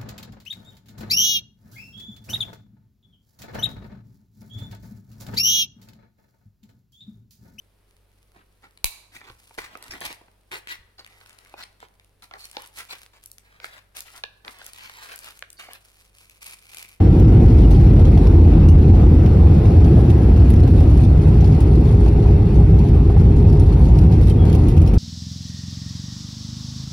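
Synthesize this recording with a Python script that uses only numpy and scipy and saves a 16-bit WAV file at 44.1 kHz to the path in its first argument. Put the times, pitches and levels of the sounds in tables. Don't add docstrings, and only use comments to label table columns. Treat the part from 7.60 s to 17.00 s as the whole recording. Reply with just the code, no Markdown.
import sys
import numpy as np
from scipy import signal
from scipy.fft import rfft, irfft, next_fast_len
from scipy.io import wavfile

SR = 44100
rng = np.random.default_rng(int(sys.argv[2]) if len(sys.argv) > 2 else 0)


def dump_mix(stems):
    frames = np.atleast_2d(stems).T
    limited = np.clip(frames, -1, 1)
    pcm = np.round(limited * 32767).astype(np.int16)
    wavfile.write(sys.argv[1], SR, pcm)


N = 414540
TIME = np.arange(N) / SR
HIT_TIME = TIME[:2048]


def undb(db):
    return 10 ** (np.asarray(db) / 20)


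def unit(x):
    return x / np.sqrt(np.mean(x ** 2))


def curve(table):
    return np.interp(TIME, *np.transpose(table))


def along(hz, points_hz, values):
    return np.interp(np.log(hz + 1), np.log(points_hz), values)


def butter(x, order, hz, kind):
    return signal.sosfilt(signal.butter(order, hz, kind, fs=SR, output="sos"), x)


def colour(x, spectrum):
    size = next_fast_len(x.shape[-1] + 4096, real=True)
    gain_db = along(np.fft.rfftfreq(size, 1 / SR), *np.transpose(spectrum))
    cepstrum = irfft(np.log(undb(gain_db)), size)
    cepstrum[1:size // 2] *= 2
    cepstrum[size // 2 + 1:] = 0
    return irfft(rfft(x, size) * np.exp(rfft(cepstrum)), size)[..., :x.shape[-1]]


def resonance(x, hz, width_hz):
    turn = np.exp(2j * np.pi * np.cumsum(hz) / SR)
    pole = np.exp(-np.pi * width_hz / SR)
    return 2 * np.real(turn * signal.lfilter([1 - pole], [1, -pole], x / turn))


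def walk(rate_hz):
    knots = rng.standard_normal(int(N / SR * rate_hz) + 2)
    return np.interp(TIME * rate_hz, np.arange(len(knots)), knots)


def grains(per_s, spread_db, cap):
    chance, size = rng.random(N), np.minimum(rng.exponential(size=N), cap)
    return unit((chance < per_s / SR) * undb(spread_db * size) * rng.choice([-1, 1], N) / np.sqrt(per_s))


def burst(envelope):
    x = rng.standard_normal(len(envelope)) * envelope
    for _ in range(4):
        spectrum = rfft(x)
        x = irfft(spectrum / (np.abs(spectrum) + 1e-12), len(x)) * np.sqrt(envelope)
    return unit(x)


def stroke(start_s, attack_s, hold_s, swell, release_s):
    age = np.maximum(TIME - start_s, 0)
    release = np.exp(-np.clip((age - attack_s - hold_s) / release_s, 0, 20))
    return np.minimum(age / attack_s, 1) ** swell * release


def strokes(table, swell, release_s):
    power, weighted = np.zeros((2, N))
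    for start_s, attack_s, hold_s, db, quality in table:
        one = (undb(db) * stroke(start_s, attack_s, hold_s, swell, release_s)) ** 2
        power += one
        weighted += one * quality
    return power, weighted


def add(out, start_s, sound):
    i = int(start_s * SR)
    out[:, i:i + sound.shape[1]] += sound[:, :N - i]


def ports(x, lag_ms, scatter, spread_ms):
    age = TIME[:512]
    paths = rng.standard_normal((2, len(age))) * np.exp(-age * 1000 / spread_ms)
    paths *= scatter / np.linalg.norm(paths, axis=1, keepdims=True)
    paths[0, 0] += 1
    paths[1, int(lag_ms * SR / 1000 * rng.uniform(.5, 1.5))] += 1
    return signal.oaconvolve(x[None], paths, axes=1)[:, :len(x)] / np.sqrt(1 + scatter ** 2)


def moving_ports(x, lag_ms, scatter, spread_ms, size=8192):
    out = np.zeros((2, N))
    for i in range(0, N - size // 4, size // 2):
        part = x[i:i + size]
        add(out, i / SR, ports(part * signal.windows.hann(size)[:len(part)], lag_ms, scatter, spread_ms))
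    return out


def hit_level(pair, db, left_db):
    rms = np.sqrt(np.mean(pair[:, :int(.004 * SR)] ** 2, axis=1, keepdims=True))
    return pair / rms * undb(db) * unit(undb(np.array([[left_db], [-left_db]]) / 2))


# (frequency [Hz], gain [dB])
AIR_COLOUR = [(100, 3), (240, -10.5), (430, -3), (750, -10.5), (1500, -14), (2800, -17), (4300, -19.5),
              (7000, -27.5), (10700, -19.5), (12000, -23), (16000, -28)]
# (frequency [Hz], level [dB])
HUM_PARTIALS = [(48.5, -65.5), (97, -69), (194, -82.5)]


def background():
    air = colour(rng.standard_normal((2, N)) + .8 * rng.standard_normal(N), AIR_COLOUR)
    air = unit(butter(air, 2, 110, "high"))
    hum = sum(undb(db + walk(7.9)) * unit(np.sin(2 * np.pi * hz * TIME + .54 * walk(6.5)))
              for hz, db in HUM_PARTIALS)
    rumble_colour = [(15, -13.5), (45, -13), (110, -22.5), (300, -27.5), (900, -89.5)]
    rumble = unit(colour(rng.standard_normal(N), rumble_colour))
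    return undb(-67.5) * air + hum + undb(-71) * rumble


# (start [s], attack [s], hold [s], relative level [dB], relative brightness [dB])
SLIDES = [(.74, 0.013, 0.057, -58, -8.5), (1.02, 0.031, 0.0058, -53, -5), (1.515, 0.042, 0.01, -50, 4.5),
          (1.6, 0.0083, 0.096, -55, -0.5), (1.978, 0.005, 0.008, -39, 3), (2.005, 0.028, 0.022, -45.5, 7),
          (2.07, 0.02, 0.23, -55, -1), (2.3, 0.055, 0.017, -43.5, -2.5), (2.408, 0.0083, 0.026, -39, 0.5),
          (2.448, 0.012, 0.0033, -36.5, 11), (2.49, 0.0094, 0.019, -45, 4), (2.91, 0.03, 0.0096, -36.5, 2),
          (3.078, 0.028, 0.028, -40, 15), (3.382, 0.0075, 0.0078, -49.5, -1), (3.44, 0.076, 0.56, -63.5, 1),
          (3.965, 0.045, 0.013, -45.5, 5.5), (4.195, 0.03, 0.014, -57.5, 2),
          (4.621, 0.002, 0.0062, -51.5, -1), (4.705, 0.038, 0.022, -50.5, -10), (4.925, 0.019, 0.1, -53, 7),
          (5.17, 0.029, 0.0095, -40, 8), (5.285, 0.039, 0.0091, -42.5, 9), (5.525, 0.018, 0.026, -58, 4),
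          (5.82, 0.04, 0.17, -61.5, -1), (6.0, 0.052, 0.032, -48.5, 4), (6.09, 0.041, 0.049, -52, 7),
          (6.345, 0.017, 0.014, -48, 9), (6.445, 0.034, 0.0077, -51.5, 9), (6.525, 0.027, 0.032, -55, 4.5),
          (6.844, 0.013, 0.034, -49.5, -15), (6.93, 0.022, 0.15, -56, 4), (7.12, 0.12, 0.061, -47, 6.5),
          (7.31, 0.14, 0.1, -47, 7), (7.61, 0.037, 0.04, -46.5, 9.5), (7.985, 0.012, 0.017, -47, 7.5),
          (8.02, .01, 0.054, -56.5, 6), (8.09, 0.028, 0.034, -51, 6),]
# (frequency [Hz], gain [dB])
SLIDE_COLOUR = [(90, -20.5), (200, -15.5), (450, -8.5), (750, -2), (1500, -2), (2250, -1), (3200, -6),
                (4400, -8), (5500, -13.5), (8000, -18), (15000, -22)]
# (time [s], centre [Hz])
GRIP_RESONANCE = [(2.0, 1940), (4.0, 1980), (5.0, 930), (5.22, 875), (5.33, 1570), (6.15, 1630), (7.2, 990),
                  (8.1, 1140)]


def rubbing():
    power, weighted_db = strokes(SLIDES, swell=.7, release_s=.017)
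    bright_db = weighted_db / (power + 1e-12)
    slips = grains(per_s=6000, spread_db=4, cap=4.5) * undb(2.6 * walk(110))
    body = unit(colour(slips, SLIDE_COLOUR))
    body = unit(body + undb(-1) * resonance(body, curve(GRIP_RESONANCE), width_hz=120))
    low = signal.sosfiltfilt(signal.butter(2, 1600, fs=SR, output="sos"), body)
    treble_gain = undb(bright_db - 3.5)
    slide = (low + treble_gain * (body - low)) / np.sqrt((1 + treble_gain ** 2) / 2)
    return moving_ports(slide * np.sqrt(power) * undb(5), lag_ms=.22, scatter=1, spread_ms=3.2)


# (time [s], coupling [dB])
BOARD_CONTACT = [(0, 4), (1.6, -0.5), (2.0, -2.5), (2.45, -4), (2.9, -2), (3.3, -10.5), (4.9, -11),
                 (5.3, -53)]
# (frequency [Hz], gain [dB])
BOARD_RESPONSE = [(40, -8.5), (120, 6.5), (250, 3.5), (420, 6.5), (560, 1), (900, -17), (3000, -50)]


def cardboard(tray):
    return colour(tray[0] * undb(curve(BOARD_CONTACT)), BOARD_RESPONSE)


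# (time [s], level [dB], tilt
# centre [Hz])
CREASE_FLIPS = [(1.175, -47.5, 3800), (2.1734, -46, 7550), (2.226, -39.5, 5500), (2.24, -44, 5200),
                (2.4062, -37, 12000), (2.9163, -36, 2940), (3.073, -35, 2680), (3.4467, -44, 3520),
                (3.464, -43, 3000), (3.661, -48, 3600), (3.695, -47.5, 4800), (3.707, -51, 3300),
                (3.73, -52, 5000), (3.788, -46.5, 4040), (4.0379, -40, 3440), (4.2032, -48.5, 2930),
                (4.398, -51, 3200), (4.446, -57, 5800), (4.623, -49, 3800), (4.8543, -38.5, 7200),
                (4.914, -42, 6900), (5.021, -42.5, 8000), (5.074, -46.5, 7810), (5.6383, -46, 6850),
                (5.6596, -37.5, 11600), (5.7157, -39.5, 11200), (5.783, -43.5, 7200), (6.3685, -33, 7560),
                (6.3928, -39, 5220), (6.406, -32, 9200), (6.578, -44, 6430), (6.9874, -49, 7460),
                (7.044, -45, 10500), (7.0648, -35, 8300), (7.134, -38.5, 8200), (7.5598, -36.5, 10600),
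                (7.59, -38, 9790), (7.6447, -41, 7100), (7.792, -42.5, 7560), (7.903, -41, 9930),
                (7.9295, -43.5, 9500), (8.1335, -37.5, 8100), (8.5845, -49, 6800), (8.6973, -46.5, 6840),
                (8.8436, -42.5, 9250), (8.865, -38, 6700), (8.881, -43, 6040), (8.9107, -42.5, 7140),
                (8.9328, -45, 7000), (8.9415, -47, 6940), (8.9915, -51, 8000), (9.1343, -48, 3520),
                (9.147, -39.5, 6760), (9.171, -37, 5950), (9.184, -37, 6600), (9.194, -47, 6500),
                (9.228, -37.5, 7400), (9.249, -46.5, 2350), (9.289, -47.5, 7500)]
# (frequency [Hz], gain [dB])
FLIP_COLOUR = [(300, -13.5), (1200, -10.5), (2400, 0), (4500, 1), (7000, -1.5), (10000, 5), (13000, -1.5),
               (16000, -13)]


def creases():
    out = np.zeros((2, N))
    hz, film_db = np.transpose(FLIP_COLOUR)
    for start_s, db, centre_hz in CREASE_FLIPS:
        flip = rng.standard_normal(len(HIT_TIME)) * np.exp(-HIT_TIME / .0012)
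        flip[0] += 7
        tilt_db = 7 * np.log2(centre_hz / 7000) * np.log2(hz / centre_hz)
        tick = colour(flip, np.column_stack([hz, film_db + np.minimum(tilt_db, 6)]))
        pair = ports(tick, lag_ms=.2, scatter=.8, spread_ms=1.1)
        add(out, start_s, hit_level(pair, db, left_db=1.5))
    return out


# (frequency [Hz], gain [dB])
HOLLOW_MODES = [(480, -8.5), (1000, -10.5), (2360, 0.5), (2650, -3.5), (3830, -3.5), (4080, 3), (4560, 0),
                (6320, -4.5), (9070, -4.5)]
# (frequency [Hz], gain [dB])
SNAP_COLOUR = [(200, -10.5), (500, -10.5), (1000, -8), (1500, -15), (2300, -5.5), (5000, -7.5),
               (10500, -1.5), (13500, -2.5), (16000, -11)]


def spark(start_s, hollow_t60_s=.011):
    out = np.zeros((2, N))
    envelope = (1 - np.exp(-HIT_TIME / .0004)) * np.exp(-(HIT_TIME / .0036) ** 1.3)
    mid, side = burst(envelope), burst(envelope)
    crack = np.stack([mid + side, mid - side])
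    ring = np.zeros_like(crack)
    for hz, db in HOLLOW_MODES:
        q = np.pi * hz * hollow_t60_s / np.log(1000)
        ring += undb(db) * signal.lfilter(*signal.iirpeak(hz, q, fs=SR), crack)
    snap = colour(crack + 2 * ring, SNAP_COLOUR)
    add(out, start_s, hit_level(snap, db=-13.5, left_db=-2.5))
    return out


def spark_thump(start_s, rise_s=.0024):
    age = np.maximum(TIME - start_s, 0) / rise_s
    kick = butter(age ** 2 * np.exp(-age), 2, 19, "high")
    return np.array([[-1], [.4]]) * undb(-18.5) * kick / kick.max()


def wrinkles(per_s, spread_db, cap, jitter_ms, lag_ms=.2):
    left = grains(per_s, spread_db, cap)
    at = np.flatnonzero(left)
    lag = (lag_ms + jitter_ms * rng.laplace(size=N)[at]) * SR / 1000
    right = np.bincount(np.clip(at + np.round(lag).astype(int), 0, N - 1), left[at], N)
    return np.stack([left, right])


# (start [s], attack [s], hold [s], relative level [dB], crackle share [0-1])
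FILM_TUGS = [(1.52, 0.031, 0.011, -56, 0.1), (1.7, 0.098, 0.16, -62.5, 0),
             (1.976, 0.0041, 0.0071, -44.5, 0.27), (2.22, 0.098, 0.038, -52.5, 0.5),
             (2.412, 0.02, 0.02, -48, 0), (2.45, 0.0029, 0.0031, -37.5, 0.2),
             (2.49, 0.052, 0.012, -50.5, 0.8), (2.91, 0.026, 0.034, -50, 0), (3.44, 0.059, .42, -65, 0.5),
             (4.621, 0.004, .018, -56.5, 0.26), (4.775, 0.057, 0.031, -51, 0), (4.88, 0.02, 0.5, -60, 0.45),
             (5.155, 0.041, 0.014, -43.5, 0.37), (5.28, 0.028, 0.02, -54, 0.2),
             (5.36, .02, 0.076, -58, 0.74), (5.622, 0.0071, .002, -54.5, 0.6),
             (6.04, 0.0029, 0.01, -48.5, 0.1), (6.35, 0.0098, 0.034, -44, 0.06),
             (6.44, 0.063, 0.078, -56.5, 0), (6.845, 0.027, 0.059, -57.5, 0.1),
             (7.01, 0.049, 0.038, -53, 0.1), (7.1, 0.12, 0.12, -56.5, 0.7), (7.35, 0.26, 0.15, -52.5, 0.4),
             (7.985, 0.018, 0.029, -52, 0.3), (8.06, 0.07, 0.012, -63, 0.05), (8.2, 0.015, 0.26, -63, 0.1),
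             (8.53, 0.01, 0.22, -61, 0), (8.805, 0.057, 0.07, -50.5, 0.18), (8.96, 0.014, 0.37, -60, 0.55),
             (9.08, 0.067, 0.084, -50, 0.65)]


def rustling(loose):
    power, crackle_power = strokes(FILM_TUGS, swell=.41, release_s=.021)
    rest_power = undb(-77.5) ** 2
    level = np.sqrt(power + rest_power)
    share = np.clip((crackle_power + .45 * rest_power) / (power + rest_power), 0, 1)
    hiss = wrinkles(per_s=4900, spread_db=4.5, cap=4.8, jitter_ms=.028) * undb(4 * walk(80))
    flips_per_s = 120 * (level / undb(-54)) ** .8 * 4 ** loose
    flips = wrinkles(flips_per_s, spread_db=11, cap=1.8, jitter_ms=.06)
    shiver = burst(np.exp(-HIT_TIME / .0004))
    crackle = signal.oaconvolve(flips, shiver[None] / np.linalg.norm(shiver), axes=1)[:, :N]
    return level * (undb(8) * np.sqrt(1 - share) * hiss + undb(7.5) * np.sqrt(share) * crackle)


# (frequency [Hz], gain [dB])
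FILM_RESPONSE = [(300, -17), (1200, -2), (1800, -2.5), (2400, 1), (3400, -3), (4500, -2), (7000, -5.5),
                 (10000, -2), (13000, -7), (16000, -15)]


def film(rustle):
    return colour(rustle, FILM_RESPONSE)


# (time [s], level [dB], panel note [Hz], crack re panel note [dB],
# ring time under the fingers re free tray [ratio])
TRAY_KNOCKS = [(1.614, -42.5, 1830, -23, 1), (1.6996, -41.5, 1060, -4.5, 0.97), (1.909, -47, 900, -22, 1),
               (1.9798, -32, 620, -8, 1), (1.9859, -27.5, 1960, -12, 0.94), (1.9913, -36, 714, -2, 0.86),
               (2.062, -48, 2100, -8, .6), (2.1529, -33.5, 1270, -32, 0.7), (2.3095, -36.5, 2450, -17, 0.9),
               (2.32, -48, 1800, -3, .6), (2.3364, -36, 1900, -15, .7), (2.419, -38, 1720, -19, 1),
               (2.458, -37, 2100, 16, .6), (2.504, -41, 950, -10, 0.96), (2.613, -49.5, 910, -20, 0.93),
               (2.682, -52.5, 864, -27, 0.86), (3.3934, -48.5, 1490, -12, 0.92),
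               (3.524, -58, 1990, 15, 0.53), (3.612, -48.5, 1410, 0, 0.65), (3.86, -51.5, 2140, -5, 1),
               (3.94, -35.5, 800, -35, 1), (4.0355, -38.5, 2070, 7, 0.84), (4.2276, -39, 983, -21, 0.74),
               (4.7114, -40, 1350, -8, 1), (4.738, -35.5, 1960, -13, 0.59), (4.9684, -27, 840, -1, 0.81),
               (6.0005, -42, 1530, 1, 1), (6.0441, -28, 1650, -8, 0.16), (6.6374, -24.5, 1705, 3, 0.81),
               (6.849, -41.5, 1690, 7, 0.91), (6.8795, -32, 2010, 6.5, 0.82), (7.0158, -40, 1600, 1, 1),
               (7.2965, -38.5, 1910, -1, 1), (7.8244, -30.5, 1600, -2.5, 0.49),
               (8.0864, -40.5, 720, -15, 0.94)]
# (frequency [Hz], gain [dB], t60 [s])
TRAY_MODES = [(373, 9.5, 0.0069), (494, 3, 0.041), (748, 2, 0.024), (1080, 5.5, 0.011), (1200, -0.5, 0.017),
              (1427, 2, 0.015), (2100, 4, 0.0082), (2328, 1, 0.032), (2800, 0, 0.0038), (3770, -25, 0.0019),
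              (3870, -1, 0.0035)]


def knocks(panel_t60_s=.026, crack_band_hz=(1620, 4680)):
    out = np.zeros((2, N))
    hz, mode_db, t60_s = np.transpose(TRAY_MODES)
    for start_s, db, panel_hz, crack_db, free in TRAY_KNOCKS:
        gripped_hz = hz * (1 + .076 * rng.standard_normal(len(hz)))
        decay = undb(-60 * HIT_TIME / (free * t60_s[:, None]))
        modes = np.sin(2 * np.pi * gripped_hz[:, None] * HIT_TIME) * decay
        weight = undb(mode_db) / (1 + (np.log2(hz / panel_hz) / 2.65) ** 2)
        ring = (weight * (-1) ** np.arange(len(hz))) @ modes
        panel = np.sin(2 * np.pi * panel_hz * HIT_TIME) * undb(-60 * HIT_TIME / (free * panel_t60_s))
        contact = burst(np.exp(-HIT_TIME / .00037))
        crack = butter(contact, 3, crack_band_hz, "band") + undb(-28) * contact
        knock = free * unit(ring) + unit(panel) + undb(crack_db) * unit(crack)
        knock = butter(knock, 3, .3 * panel_hz, "high")
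        pair = ports(knock, lag_ms=.12, scatter=.77, spread_ms=1.7)
        left_db = -.5 - 1.2 * np.log2(panel_hz / 1500)
        add(out, start_s, hit_level(pair, db, left_db))
    return out


# (time [s], relative level [dB])
BOARD_BUMPS = [(1.7, -52.5), (1.985, -50.5), (2.296, -49.5), (2.463, -54), (3.19, -55)]
# (frequency [Hz], gain [dB], t60 [s])
BOARD_MODES = [(30.8, 2, 0.24), (64, -1.5, 0.51), (85, 0, .18), (120, -5, 0.19)]


def bumps():
    out = np.zeros((2, N))
    age = TIME[:SR // 2]
    for start_s, db in BOARD_BUMPS:
        thud = np.zeros(len(age))
        for hz, mode_db, t60_s in BOARD_MODES:
            detuned_hz = hz * (1 + .14 * rng.standard_normal())
            thud += undb(mode_db - 60 * age / t60_s) * np.sin(2 * np.pi * detuned_hz * age)
        add(out, start_s, undb(db) * np.stack([thud, thud]))
    return out


# (start [s], attack [s], hold [s], level [dB], pitch [Hz])
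RIM_SQUEAKS = [(2.303, .012, 0.011, -36.5, 5150), (2.452, 0.0074, .004, -35.5, 4950),
               (3.38, 0.0059, 0.015, -43.5, 4580), (4.002, 0.031, 0.0046, -40, 4270),
               (4.622, 0.0027, 0.02, -48, 4200), (4.776, 0.031, 0.045, -49.5, 4340),
               (5.295, 0.015, 0.023, -40, 4070), (7.963, 0.012, 0.15, -58, 4550)]


def squeaks():
    out = np.zeros(N)
    slips = grains(per_s=1500, spread_db=9, cap=2.6)
    for start_s, attack_s, hold_s, db, hz in RIM_SQUEAKS:
        ring = unit(signal.lfilter(*signal.iirpeak(hz, Q=20, fs=SR), slips))
        out += undb(db) * ring * stroke(start_s, attack_s, hold_s, swell=1, release_s=.0039)
    return moving_ports(out, lag_ms=.13, scatter=1, spread_ms=1.2)


# (frequency [Hz], gain [dB])
BAG_RESPONSE = [(1000, -37), (1900, -6), (2350, 3), (2900, -8), (4000, -17), (7000, -30)]


def bag(x, loose):
    return x + colour(x * loose, BAG_RESPONSE)


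# (band [Hz], t60 [s], level re input [dB])
ROOM_BANDS = [(152, 0.19, -13.5), (600, 0.99, -8.5), (1410, 0.69, -10.5), (2360, 0.51, -10),
              (4500, 0.6, -13.5), (9300, 0.47, -12.5), (15000, 0.31, -12)]


def room(x, gap_s, early_db, early_s, size=32768):
    hz, t60_s, db = np.transpose(ROOM_BANDS)
    age = TIME[:size // 2]
    bins_hz = np.fft.rfftfreq(len(age), 1 / SR)
    bands = np.array([along(bins_hz, hz, band) for band in np.eye(len(hz))])
    fades = undb(-60 * age / t60_s[:, None]) * (1 + undb(early_db) * np.exp(-age / early_s))
    fades *= (undb(db) / np.linalg.norm(fades, axis=1))[:, None]
    out = np.zeros((2, N))
    for i in range(0, N - size // 8, size // 2):
        band_noise = irfft(rfft(rng.standard_normal((2, 1, len(age)))) * bands)
        tail = np.sum(band_noise * fades, axis=1)
        part = x[:, i:i + size]
        part = part * signal.windows.cosine(size)[:part.shape[1]]
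        add(out, i / SR + gap_s, signal.fftconvolve(part, tail, axes=1))
    return out


def scene(spark_s=1.2428, bag_out_s=8.3):
    loose = np.clip((TIME - bag_out_s) * 2, 0, 1)
    tray = rubbing() + squeaks() + knocks()
    handling = tray + cardboard(tray) + bag(film(rustling(loose)), loose)
    ticks, snap = bag(creases(), loose), spark(spark_s)
    far_snap = butter(snap, 2, 900, "high")
    walls = room(handling + undb(3) * ticks + undb(5) * far_snap, gap_s=.0105, early_db=6, early_s=.014)
    return handling + ticks + snap + walls + spark_thump(spark_s) + bumps() + background()


def record(dry, top_hz=16100):
    return signal.sosfilt(signal.ellip(8, .2, 70, top_hz, fs=SR, output="sos"), np.tanh(dry))


dry = scene()
out = record(dry)
dump_mix(out)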